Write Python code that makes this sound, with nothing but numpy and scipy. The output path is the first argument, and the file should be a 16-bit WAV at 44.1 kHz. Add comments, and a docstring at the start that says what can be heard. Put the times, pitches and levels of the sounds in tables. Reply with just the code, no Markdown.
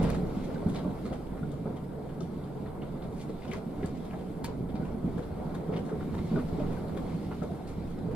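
"""A hard thud and a burst of crunching trim come first, then the steady low boom of a coach on a broken dirt road.
The road forces the body shell as shaped noise, and potholes excite its damped modes as thuds.
Loose trim and window panes chatter all the time and crunch, tap and tick as filtered noise and decaying notes.
The drive line adds faint tones; two close microphone ports near the windscreen pick it all up."""
import sys
import numpy as np
from scipy import signal
from scipy.fft import rfft, irfft, next_fast_len
from scipy.io import wavfile
from scipy.ndimage import uniform_filter1d, map_coordinates

SR = 44100
rng = np.random.default_rng(int(sys.argv[2]) if len(sys.argv) > 2 else 0)


def materialize(psi):
    """Save the field psi as 16-bit PCM at rate SR to the path in sys.argv[1].

    A 1-D psi becomes a single channel; in a 2-D psi each row is a channel.
    """
    bounded = np.clip(np.atleast_2d(psi).T, -1, 1)
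    quanta = np.round(bounded * 32767).astype(np.int16)
    wavfile.write(sys.argv[1], SR, quanta)


N = 359415


def amp(db):
    """Level to amplitude ratio: 20 dB is a factor of ten."""
    return 10 ** (np.asarray(db) / 20)


def unit(x):
    """Normalisation to a root-mean-square value of 1."""
    return x / np.sqrt(np.mean(x ** 2) + 1e-20)


def left_right(db):
    """Difference split evenly between left and right, in the unit of its argument."""
    return np.array([[.5], [-.5]]) * db


def add_at(out, time_s, sound):
    """Superposition: a sound adds to what is already there from its onset."""
    out[..., round(time_s * SR):][..., :sound.shape[-1]] += sound


def along(points, hz):
    """Interpolation of (frequency [Hz], value) points on a logarithmic frequency axis."""
    f, value = np.transpose(points)
    return np.interp(np.log(hz + 1), np.log(f + 1), value)


def curves(rows):
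    """Linear interpolation in time: one curve for each column after the time."""
    time_s, *columns = np.transpose(rows)
    return [np.interp(np.arange(N) / SR, time_s, column) for column in columns]


def wobble(rate):
    """Band-limited random fluctuation: a smooth curve through `rate` random knots a second."""
    knots = rng.standard_normal(int(N * rate / SR) + 4)
    return map_coordinates(knots, [np.arange(N) * rate / SR])


def filtered(x, response):
    """Linear filtering: the spectrum times a complex frequency response."""
    m = next_fast_len(N + SR // 2)
    return irfft(rfft(x, m) * response(np.fft.rfftfreq(m, 1 / SR)), m)[..., :N]


def resonant(modes):
    """Modal sum: causal band-pass resonances (centre [Hz], width [Hz], level [dB]) of alternating sign."""
    def response(f):
        total = 0
        for k, (centre, width, db) in enumerate(modes):
            damping = 1j * f * width
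            total = total + (-1) ** k * amp(db) * damping / (centre ** 2 - f ** 2 + damping)
        return total
    return response


def twice_resonated(x, centre_hz, width_hz):
    """Cascaded resonance: a short burst passes twice through one resonance."""
    n = x.shape[-1]
    response = resonant([(centre_hz, width_hz, 0)])(np.fft.rfftfreq(n, 1 / SR))
    return irfft(rfft(x) * response ** 2, n)


# stereo spread of the diffuse sound: (frequency [Hz], side minus mid [dB])
SPREAD = [(25, -20), (60, -14), (110, -15), (200, -12), (380, -7), (700, -3.5), (1290, -3.5), (2380, -7),
          (4400, -2.5), (8120, 0.5), (15000, -2)]


def mid_and_side(noise, spectrum):
    """Mid-side decomposition: two noises take one spectrum, the second also the stereo spread."""
    return filtered(noise, lambda hz: amp(along(spectrum, hz) + [0 * hz, along(SPREAD, hz)]))


PATCHY_DB = 1.5  # different parts take turns in answering the road


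def shaken(spectrum, knocks, knock_db, flutter_db):
    """Random forced vibration: patchy noise under a fluctuating force with `knocks` small blows a second."""
    hits = (rng.random(N) < knocks / SR) * amp(1.05 * rng.standard_normal(N))
    decaying = signal.lfilter([1], [1, -np.exp(-1 / (0.0072 * SR))], hits)
    bursts = uniform_filter1d(decaying, size=120)  # softens the attacks
    force = np.sqrt(1 + (amp(knock_db) * unit(bursts)) ** 2) * amp(flutter_db * wobble(9))

    z = signal.stft(rng.standard_normal((2, N)), nperseg=512)[2]
    patches = uniform_filter1d(rng.standard_normal(z.shape[1:]), size=5, axis=0)  # over frequency
    patches = uniform_filter1d(patches, size=8, axis=1)  # over time
    noise = signal.istft(z * amp(PATCHY_DB * unit(patches)), nperseg=512)[1][:, :N]

    mid, side = mid_and_side(force * noise, spectrum)
    return np.array([mid + side, mid - side]) / np.std(mid)


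# drive line: (time [s], gear pitch [Hz], gear level [dB], engine drone level [dB])
DRIVE_LINE = [(0, 151.3, -48, -31.5), (.6, 149.2, -47, -58), (1.3, 146.8, -54, -45), (1.7, 142.4, -45, -54),
              (2.2, 142.1, -47, -64), (3.0, 138.4, -45.5, -50), (3.4, 143.2, -49.5, -62),
              (4.8, 148.1, -57.5, -48), (5.4, 151.4, -49.5, -49), (6.0, 151.1, -46, -64),
              (7.3, 162.2, -50.5, -54), (8.15, 163.3, -50, -52)]
THIRD_DB = -9  # third harmonic, relative to the gear tone
ENGINE_ORDER = .362  # drone pitch over gear pitch


def drive_line():
    """Periodic excitation: gear tone, third harmonic and engine order share one shaft speed, each unsteady."""
    gear_hz, gear_db, engine_db = curves(DRIVE_LINE)

    def tone(hz, db):
        level = np.sqrt(2) * amp(db + 0.53 * wobble(14.0))
        cycles = np.cumsum(hz * (1 + 0.00389 * wobble(5.5))) / SR
        return level * np.sin(2 * np.pi * cycles)

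    gear = tone(gear_hz, gear_db)
    return gear + tone(3 * gear_hz, gear_db + THIRD_DB) + tone(ENGINE_ORDER * gear_hz, engine_db)


# spectral shapes of the shaken parts: (frequency [Hz], relative spectral density [dB])
SWAY_SHAPE = [(8, -39), (13, 1.5), (19, 5), (25, -2.5), (33, -11), (42, -11), (55, -6), (70, 0.5),
              (85, -0.5), (105, -2), (140, -9), (240, -120)]
BOOM_SHAPE = [(56, -67), (95, -16.5), (135, -0.5), (156, 0), (170, 5), (192, 1), (260, -1.5), (360, -8),
              (470, -24.5), (790, -120)]
PANEL_SHAPE = [(200, -16.5), (340, -7), (385, 0.5), (407, -2), (437, 1.5), (506, -4), (720, -8),
               (752, -4.5), (790, -11), (900, -11.5), (1210, -19.5), (1360, -19), (1800, -30), (2340, -33),
               (3960, -120)]
CHATTER_SHAPE = [(1030, -7.5), (1750, -7), (2110, 0.5), (2460, -4.5), (2900, -5.5), (3400, -4.5),
                 (3900, -5.5), (4400, -7.5), (5000, -10.5), (6200, -16.5), (8060, -17.5), (13600, -120)]
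AIR_SHAPE = [(2500, -30), (4500, -13), (5600, -21), (6400, -13), (7970, -4), (9660, -1.5), (10300, -3.5),
             (11200, -1.5), (12300, -4), (14400, -9), (15300, -11), (15600, -29)]
# how hard the surface shakes the coach, before the blows add to it:
# (time [s], low boom [dB], chassis sway [dB], panel drumming [dB], trim chatter [dB])
ROUGHNESS = [(0.0, -29, -34, -33, -52), (0.2, -35, -41.5, -41.5, -59), (0.95, -37.5, -45, -43, -62),
             (1.38, -38.5, -45, -46.5, -64.5), (1.93, -40.5, -47.5, -46, -67),
             (3.13, -39.5, -46, -45.5, -66.5), (3.38, -41, -47, -46, -64.5), (3.72, -41, -46, -45, -66),
             (4.11, -40, -47, -47.5, -63.5), (4.49, -38.5, -45, -45, -67.5),
             (5.01, -36.5, -39.5, -45, -65.5), (5.45, -37.5, -46, -44, -63), (5.79, -38, -43.5, -44, -65.5),
             (6.29, -35.5, -42.5, -43.5, -59.5), (6.76, -37, -41, -41.5, -61),
             (7.17, -36.5, -42, -44, -60.5), (7.74, -40, -45.5, -46.5, -64.5),
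             (8.15, -34.5, -43, -43.5, -66.5)]
SWAY_UNSTEADY_DB = -0.5  # small random unsteadiness of the sway level
AFTERSHAKE_DB, HEAVE_DB = -14, -22.5  # boom and sway that a blow stirs up, relative to its peak
AIR_DB, AIR_GROWS = -72.5, 0.47  # mean hiss level; dB that it gains for each dB of chatter


def road():
    """Forced vibration: the rough road drives chassis, shell, panels and trim; air leaks past the seals."""
    boom_db, sway_db, panel_db, trim_db = curves(ROUGHNESS)
    blow_power = aftershake()

    def stirred(db, blow_db):  # powers add
        return np.sqrt(amp(2 * db) + amp(2 * blow_db) * blow_power)

    sway_level = stirred(sway_db + SWAY_UNSTEADY_DB * wobble(8.3), HEAVE_DB)
    sway = sway_level * shaken(SWAY_SHAPE, 9, knock_db=-14, flutter_db=1.2)
    boom = stirred(boom_db, AFTERSHAKE_DB) * shaken(BOOM_SHAPE, 22, knock_db=-16, flutter_db=0.4)
    panels = amp(panel_db) * shaken(PANEL_SHAPE, 28, knock_db=-23, flutter_db=0.9)
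    trim = amp(trim_db) * shaken(CHATTER_SHAPE, 60, knock_db=-9.5, flutter_db=1.1)
    air_db = AIR_DB + AIR_GROWS * (trim_db - trim_db.mean())
    air = amp(air_db) * shaken(AIR_SHAPE, 34, knock_db=-14, flutter_db=0.4)
    return sway + boom + panels + trim + air


AFTERSHAKE_T60 = 0.45  # s


def aftershake():
    """Exponential decay of stored energy: every blow leaves the body shaking; returns power over time."""
    time_s, db = np.transpose(BLOWS)[:2]
    kicks = np.bincount(np.round(time_s * SR).astype(int), amp(2 * db), N)
    fading = signal.lfilter([1], [1, -amp(-2 * 60 / (AFTERSHAKE_T60 * SR))], kicks)
    return np.abs(uniform_filter1d(fading, size=500, origin=240))


# body shell modes: (frequency [Hz], relative level [dB], t60 of the mode alone [s])
SHELL_MODES = [(58, -4, .3), (80.7, 22, 0.093), (122, -6, 0.1), (142, 3, 0.18), (172.7, 12.5, 0.6),
               (192.5, 3.5, 0.18), (202, 2.5, 0.26), (218.4, 14, 0.13), (257, 6, 0.29), (280, 14, 0.4),
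               (335, 11, 0.069), (387.7, 20.5, 0.038), (430, -6, 0.041), (520, -5, .1)]
# wheels meeting holes and stones:
# (time [s], peak of the shell ring [dB], pitch that the blow favours [Hz], panel slap [dB])
BLOWS = [(0.0, -17, 180, -30), (0.011, -24, 58, -40), (0.032, -21, 160, -29), (0.07, -27, 200, -45),
         (0.23, -31, 172, -45), (0.49, -27.5, 181, -31.5), (0.66, -17.5, 214, -31), (0.662, -26, 62, -55),
         (0.699, -23, 186, -46), (0.746, -32, 165, -31), (0.848, -28, 290, -45), (1.115, -30, 119, -31.5),
         (1.32, -27, 159, -49), (1.43, -25.5, 184, -43), (1.656, -26.5, 187, -32), (1.698, -30.5, 175, -35),
         (2.899, -32, 141, -48), (3.491, -27, 200, -39), (3.665, -24, 190, -55), (3.783, -27, 210, -37),
         (3.829, -24, 381, -40), (3.843, -26, 210, -42), (3.846, -32, 80, -50), (4.742, -23, 223, -38),
         (4.796, -22, 184, -35), (5.043, -20.5, 170, -44), (5.078, -26.5, 236, -39), (5.165, -26, 164, -35),
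         (5.472, -28.5, 173.2, -47), (5.688, -24, 181, -32), (5.719, -23, 158, -31), (5.754, -25, 162, -29),
         (5.919, -44, 428, -38), (6.127, -28.5, 187, -41), (6.198, -23.5, 118, -55),
         (6.314, -20.5, 215, -35.5), (6.337, -24, 190, -45), (6.362, -21, 350, -33.5),
         (6.382, -25, 230, -40), (6.527, -26.5, 117, -48), (6.58, -26.5, 286, -32),
         (6.618, -24.5, 207, -32), (7.418, -26, 200, -31), (7.78, -29, 198, -50)]
SHUDDER_T60, SHUDDER_GROWS = 0.11, 0.4  # further decay at -29.5 dB [s]; dB longer for each dB of blow


def thuds():
    """Modal excitation: a blow rings the shell modes near its pitch, a hard one longer, and slaps the panels."""
    shell, slap, t = np.zeros(N + SR), np.zeros((2, N + SR)), np.arange(SR // 3) / SR
    for time_s, db, hz, slap_db in BLOWS:
        ring = 0
        for mode_hz, level, t60 in SHELL_MODES:
            mode_db = level + rng.normal(0, 2.5) - 66 * np.log2(mode_hz / hz) ** 2
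            ring = ring + amp(mode_db - 60 * t / t60) * np.sin(2 * np.pi * mode_hz * t)
        shudder_t60 = SHUDDER_T60 * amp(SHUDDER_GROWS * (db + 29.5))
        ring = ring * amp(-60 * t / shudder_t60) * (1 - np.exp(-t / 0.0042))
        add_at(shell, time_s, amp(db) * ring / np.abs(ring).max())

        slap_shape = amp(slap_db - 60 * t / 0.17) * (1 - np.exp(-t / 0.014))
        add_at(slap, time_s, slap_shape * rng.standard_normal((2, len(t))))

    # gain of the panels for white noise
    panel_gain = np.sqrt(np.mean(amp(along(PANEL_SHAPE, np.linspace(0, SR / 2, num=8000))) ** 2))
    mid, side = mid_and_side(slap[:, :N], PANEL_SHAPE) / panel_gain
    return shell[:N] + np.array([mid + side, mid - side])


# loose fittings tapping their mounts; the second note fades faster: (time [s], first note [dB],
# first pitch [Hz], left minus right [dB], second pitch [Hz], second note [dB])
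FITTINGS = [(0.233, -35.5, 439, 6, 1250, -56), (0.558, -46, 467, -6, 1520, -44.5),
            (0.629, -38, 574, -6, 1070, -49), (0.846, -37, 605, -6, 1130, -44),
            (1.054, -43, 432, -8, 1250, -45), (1.112, -34.5, 519, -3, 1050, -53),
            (1.43, -35, 430, 2, 1413, -41.5), (1.655, -35, 550, 2, 1260, -45),
            (1.705, -36, 483, -2, 1260, -59), (2.208, -41, 378, 13, 1260, -47.5),
            (3.294, -34.5, 457, 3, 1120, -54), (3.531, -37, 403, 4, 1150, -43),
            (3.844, -40, 388, -5, 1050, -65), (4.14, -40.5, 634, -1, 1323, -52),
            (4.441, -40, 925, 0, 646, -44), (4.481, -37, 457, 1, 974, -42), (4.829, -46, 410, 1, 1437, -47),
            (5.179, -33, 487, 2, 1041, -45), (5.693, -29, 405, -2, 1010, -65),
            (5.916, -30, 437.7, -2, 1290, -48), (6.169, -53, 517, 1, 986, -46),
            (6.359, -26.5, 393, -1, 1420, -37), (6.371, -34, 628, -2, 1170, -43),
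            (6.378, -45, 605, 0, 1250, -40), (6.389, -46, 954, 0, 1490, -44),
            (6.526, -42, 413, 4, 1064, -52), (6.601, -33.5, 593, 0, 1090, -52),
            (6.769, -51, 468, -1, 1550, -47), (6.972, -36, 530, 5, 1070, -46),
            (7.309, -43, 400, -4, 1330, -45), (7.341, -46, 393, -1, 1080, -52),
            (7.42, -37, 628, 6, 1347, -42), (7.432, -41, 590, 2, 1470, -53),
            (7.438, -38, 473, 3, 1280, -52), (7.458, -42.5, 330, 0, 1000, -55),
            (7.496, -43, 675, -1.5, 970, -57), (7.756, -48, 390, -.5, 1010, -55),
            (8.085, -36.5, 424, -10, 990, -54), (8.112, -39, 502, -4, 1040, -58)]
TAP_T60, SECOND_T60 = 0.12, 0.088  # decay of both notes; further damping of the second note [s]


def taps():
    """Damped free vibration: each fitting gives two short decaying notes with a soft start."""
    out, t = np.zeros((2, N + SR)), np.arange(SR // 8) / SR
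    fade = amp(-60 * t / TAP_T60) * (1 - np.exp(-t / 0.0012))
    for time_s, db, hz, pan_db, second_hz, second_db in FITTINGS:
        # a loose mount blurs the notes
        wander = uniform_filter1d(np.cumsum(rng.normal(0, 0.039, len(t))), size=40)
        first = amp(db) * np.sin(2 * np.pi * hz * t + wander)
        second = amp(second_db - 60 * t / SECOND_T60) * np.sin(2 * np.pi * second_hz * t + wander)
        add_at(out, time_s, amp(left_right(pan_db)) * (first + second) * fade / fade.max())
    return out[:, :N]


# window frame modes: (frequency [Hz], relative level [dB], t60 [s])
FRAME_MODES = [(1150, -3, .05), (1650, 4, .04), (1920, -4, 0.055), (2210, 4, 0.02), (2580, 0.5, 0.024),
               (2820, -0.5, 0.028), (3110, -0.5, 0.048), (3490, 2, 0.021), (3770, -0.5, 0.019),
               (4200, -8, 0.017), (4480, 3, 0.031), (5300, -1, 0.035)]
# single hard ticks of metal on glass: (time [s], peak of the snap [dB], left minus right [dB],
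# snap centre [Hz], peak of the frame ring [dB], pitch that the ring favours [Hz])
GLASS_TICKS = [(0.0408, -54, 1.5, 5000, -39, 2280), (0.0505, -52, 1, 5000, -46, 3500),
               (0.1005, -40, 1, 9500, -39, 2280), (0.1012, -38.5, 0, 4500, -52, 4250),
               (0.1135, -52, 0, 6000, -53, 2900), (0.1331, -56, 1.5, 5000, -42, 2360),
               (0.6864, -50, 6, 8310, -54, 4200), (0.6948, -62, 0, 5000, -46, 3300),
               (0.7581, -54, -3, 6000, -51, 3900), (1.516, -51, 5, 7510, -56, 3600),
               (2.2054, -45, 4, 5200, -48, 3700), (2.2195, -58, -3, 5500, -53, 3500),
               (2.2305, -60, 2, 5000, -54, 3300), (2.438, -63, 5, 5000, -56, 3400),
               (2.659, -58, -2, 4200, -49, 1950), (2.671, -64, 0, 3400, -62, 3300),
               (2.8195, -54, -4, 3300, -46, 2500), (2.833, -62, 0, 3500, -62, 3600),
               (3.021, -66, -2, 4500, -52, 3700), (3.2118, -50, 1.5, 7000, -47.5, 3400),
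               (3.4208, -58, 3, 4500, -47, 2310), (3.478, -52, 0, 5000, -56, 2900),
               (3.5155, -56, 7, 4500, -36.5, 2220), (3.521, -52, 3, 3500, -43, 3200),
               (3.533, -39.5, 1, 5200, -38, 2000), (3.543, -51, 2, 3500, -49, 1900),
               (3.8315, -62, 4, 3980, -42.5, 1950), (3.839, -60, 2, 4000, -50, 1700),
               (3.858, -48.5, 20, 8060, -56, 4200), (4.109, -62, 1, 2520, -49, 2300),
               (4.132, -65, 1, 2500, -48, 1950), (4.4398, -50, 2, 9650, -47, 3480),
               (4.444, -39, -8, 9500, -52, 4300), (4.4477, -43, 2, 9350, -43, 4200),
               (4.4505, -46, 3, 7500, -40, 2300), (4.4572, -44, -4, 10000, -54, 3500),
               (4.4636, -57, 1.0, 8500, -62, 4200), (5.7362, -60, 4, 4000, -45, 2200),
               (5.762, -58, 1, 4500, -46, 3300), (6.8823, -57, 3, 10470, -51, 4300),
               (7.672, -55, 0.0, 7970, -52, 4200)]
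TICK_WIDTH, HARD_WIDENS = 0.62, 0.63  # resonance width over centre at -40 dB; dB wider for each dB louder


def ticks():
    """Impact: brief contact gives a noise snap, wider when hard, and rings the frame modes near its pitch."""
    out, t = np.zeros((2, N + SR)), np.arange(SR // 16) / SR
    for time_s, db, pan_db, hz, ring_db, ring_hz in GLASS_TICKS:
        noise = rng.standard_normal(len(t)) + .5 * rng.standard_normal((2, len(t)))
        width_hz = TICK_WIDTH * hz * amp(HARD_WIDENS * (db + 40))
        snap = twice_resonated(t * amp(-60 * t / 0.011) * noise, hz, width_hz)

        ring = 0
        for mode_hz, level, t60 in FRAME_MODES:
            mode_db = level + rng.normal(0, 2.9) - 67 * np.log2(mode_hz / ring_hz) ** 2
            cycles = mode_hz * rng.normal(1, 0.017) * t + rng.random()  # slightly detuned, any phase
            ring = ring + amp(mode_db - 60 * t / t60) * np.sin(2 * np.pi * cycles)
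        ring = ring * (1 - np.exp(-t / 0.00049))

        both = amp(db) * snap / np.abs(snap).max() + amp(ring_db) * ring / np.abs(ring).max()
        add_at(out, time_s, amp(left_right(pan_db)) * both)
    return out[:, :N]


# resonances of trim, low clacking parts and panes: (frequency [Hz], width [Hz], level [dB])
TRIM_MODES = [(2180, 680, 8.5), (3420, 900, 11), (4140, 2300, 7)]
CLACK_MODES = [(720, 1060, 8.6), (1710, 2240, 2.3)]
PANE_MODES = [(5930, 8300, 10), (8700, 8700, 12.9), (11500, 2700, 8.8)]
# jolts that throw trim and panes against their frames: (time [s], nominal peak [dB],
# pitch of the loudest part [Hz], low clack [dB], bright sizzle [dB], left minus right [dB])
JOLTS = [(0.023, -41, 3000, -58, -52, 0), (0.041, -39, 3450, -56, -65, 0), (0.062, -50, 3600, -44, -68, 3),
         (0.083, -44, 4300, -43.5, -62, 4), (0.112, -51, 3000, -62, -69, -1),
         (0.139, -47, 3980, -44, -61, 0), (0.2894, -51, 3830, -72, -77, 4), (0.434, -47, 3500, -57, -63, 1),
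         (0.689, -56, 3350, -53, -61, -1), (0.7363, -45, 3700, -51, -62, 1.5),
         (0.755, -36, 3860, -51, -63, 2), (0.7827, -46, 3370, -45.5, -66, 0),
         (1.051, -42.5, 3950, -46, -61, -3), (1.123, -45, 3100, -49, -61, 0),
         (1.367, -57, 2500, -51, -87, -1), (1.516, -56, 3950, -59, -66, 5),
         (1.7601, -53, 3120, -54, -71, 3), (2.086, -53, 3000, -52, -74, 1),
         (2.207, -64, 3200, -63, -63.5, -1), (2.4375, -61, 3850, -73, -83, 2),
         (2.657, -57, 3610, -50.5, -83, -1), (2.818, -56, 3300, -52, -81, -1),
         (3.018, -50, 3760, -54, -78, -1), (3.034, -57, 3500, -64, -78, 2), (3.119, -59, 3800, -75, -71, 2),
         (3.14, -59, 4500, -75, -75, 1), (3.16, -59, 4500, -80, -73, 1), (3.175, -57, 4550, -75, -72, 1),
         (3.1934, -45, 4320, -76, -66, -1), (3.2124, -55, 2750, -77, -66, 3),
         (3.283, -51, 4200, -60, -72, -1), (3.4208, -47, 2192, -69, -77, 2),
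         (3.444, -52, 2400, -52, -71, 0), (3.476, -48, 3070, -60, -68, 4), (3.509, -42, 2305, -54, -59, 3),
         (3.532, -45, 2600, -44, -70, -3), (3.545, -52, 2500, -64, -70, -4),
         (3.558, -55, 2540, -74, -70, 3), (3.823, -45.5, 2800, -54, -79, 1),
         (3.837, -52, 3060, -61, -81, 0), (3.854, -59, 4170, -70, -63, -7),
         (4.0432, -53, 3610, -63, -67, 0), (4.098, -55, 3000, -51, -71, 2),
         (4.125, -54, 2050, -54.5, -76, -1), (4.18, -54, 3220, -66, -71, 0),
         (4.438, -35.5, 4300, -44, -49.5, 2.5), (4.4476, -53, 2300, -72, -77, -6),
         (4.49, -58, 2640, -52, -77, -2), (4.686, -51, 3340, -60, -88, 4),
         (4.748, -47.5, 4000, -61, -79, -1), (4.846, -48, 2650, -49.5, -65, 0),
         (5.172, -50, 3300, -51, -67, 1), (5.22, -49, 3730, -49, -71, 1), (5.5392, -47, 3900, -48, -62, 2),
         (5.721, -45, 2620, -58, -77, -1), (5.7362, -44, 2100, -68, -82, 7),
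         (5.763, -41, 3150, -65, -73, 1), (5.781, -59, 2080, -60, -69, -1), (5.848, -54, 4160, -67, -65, 3),
         (5.884, -55, 3600, -47, -73, 2), (6.0014, -55, 3055, -47, -82, -2),
         (6.1375, -51, 3165, -46, -66, 0), (6.1746, -42.5, 1970, -47, -81, -4),
         (6.25, -58, 4410, -62, -70, -1), (6.3568, -49, 3500, -47, -79, 7),
         (6.3828, -48, 1950, -52, -69, -3), (6.5912, -46, 2645, -59, -69, 1),
         (6.7132, -50, 3500, -52, -69, 2), (6.733, -57, 4200, -58, -69, 1),
         (6.883, -55, 4355, -52, -75, -1), (6.965, -44, 3400, -46.5, -64, 3),
         (7.083, -54, 2505, -58, -76, 2.5), (7.14, -59, 4410, -71, -75, -1), (7.22, -64, 4450, -68, -76, 1),
         (7.309, -52, 2580, -47, -78, -2), (7.4237, -52, 3550, -66, -65, 4),
         (7.674, -51, 4250, -56, -63, 3), (7.7004, -58, 2110, -59, -74, -2),
         (7.8975, -54, 3505, -62, -69, -1), (8.104, -57, 2720, -54, -72, 1)]
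CRUNCH_RISE_S, CRUNCH_S, CRUNCH_T60 = .005, 0.01, 0.12  # rise; hold and decay at -51 dB [s]
HARD_SHORTENS = 0.23  # dB shorter hold and decay for each dB louder
PART_WIDTH = .26  # resonance width over pitch of the loudest part
CREST_DB = 13  # the peaks of a crunch stand this far over its mean level


def rattles():
    """Noise-excited resonance: a jolt's tiny contacts drive three sets of parts, and one part rings loudest."""
    drive, loudest, t = np.zeros((3, 2, N + SR)), np.zeros((2, N + SR)), np.arange(SR // 5) / SR
    for time_s, db, hz, clack_db, sizzle_db, pan_db in JOLTS:
        age = t * amp(HARD_SHORTENS * (db + 51.0))
        shape = (1 - np.exp(-t / CRUNCH_RISE_S)) * amp(-60 * np.maximum(age - CRUNCH_S, 0) / CRUNCH_T60)
        contacts = amp(4 * map_coordinates(rng.standard_normal(200), [t * 400]) - 1.5)
        placed = amp(left_right(pan_db)) * shape
        levels = amp([db - CREST_DB, clack_db, sizzle_db])[:, None, None]
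        add_at(drive, time_s, levels * placed * contacts)
        part = twice_resonated(rng.standard_normal(len(t)), hz, PART_WIDTH * hz)
        add_at(loudest, time_s, amp(db - CREST_DB) * placed * unit(part))

    out = loudest[:, :N]
    for level, modes in zip(drive, (TRIM_MODES, CLACK_MODES, PANE_MODES)):
        noise = rng.standard_normal(N) + 0.72 * rng.standard_normal((2, N))  # partly common to both sides
        # heard through a second like panel, so the skirts are steep
        twice = lambda f: resonant(modes)(f) ** 2
        gain = np.sqrt(np.mean(np.abs(twice(np.linspace(0, SR / 2, num=2000))) ** 2))
        out = out + filtered(level[:, :N] * noise, twice) / gain
    return out


# reverberation of the cabin: (frequency [Hz], t60 [s])
CABIN_DECAY = [(100, 0.11), (1000, 0.15), (4000, 0.28), (10000, 0.1)]


def cabin(x):
    """Reverberation: convolution with noise that decays at a rate set by frequency, slowest near 4 kHz."""
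    hz, t, z = signal.stft(rng.standard_normal((2, SR // 3)), SR, nperseg=256)
    decay = amp(-60 * t / along(CABIN_DECAY, hz)[:, None])
    tail = signal.istft(z * decay, SR, nperseg=256)[1]
    return signal.fftconvolve(x, tail / np.linalg.norm(tail[0]), axes=1)[:, :N]


CABIN_DB = -7  # reverberation relative to the direct crunch


def scene():
    """Superposition: hum, steady shaking, thuds, and the crunching parts with their short reverberation."""
    crunch = taps() + ticks() + rattles()
    return drive_line() + road() + thuds() + crunch + amp(CABIN_DB) * cabin(crunch)


# colour of the two ports: (frequency [Hz], left minus right [dB])
PORT_COLOUR = [(20, -2), (40, -3), (60, -2.5), (110, -0.5), (200, -2), (380, -2), (700, -0.5), (1290, 2),
               (2380, 1.5), (4400, 0.5), (8120, 0), (15000, -2)]
# phase of the two ports: (frequency [Hz], phase by which left leads [rad])
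PORT_PHASE = [(120, 0), (260, .1), (780, .4), (1460, -.4), (4480, -1.1), (7320, -3.6), (10900, -6.2),
              (15700, -6.3)]
TOP_HZ = 15750  # band limit


def record(dry):
    """Spaced pick-up: the two ports differ in colour and phase; nothing passes above the band limit."""
    def ports(hz):
        colour = amp(left_right(along(PORT_COLOUR, hz)))
        phase = np.exp(1j * left_right(along(PORT_PHASE, hz)))
        return colour * phase * (hz < TOP_HZ)
    return filtered(dry, ports)


dry = scene()
out = record(dry)
materialize(out)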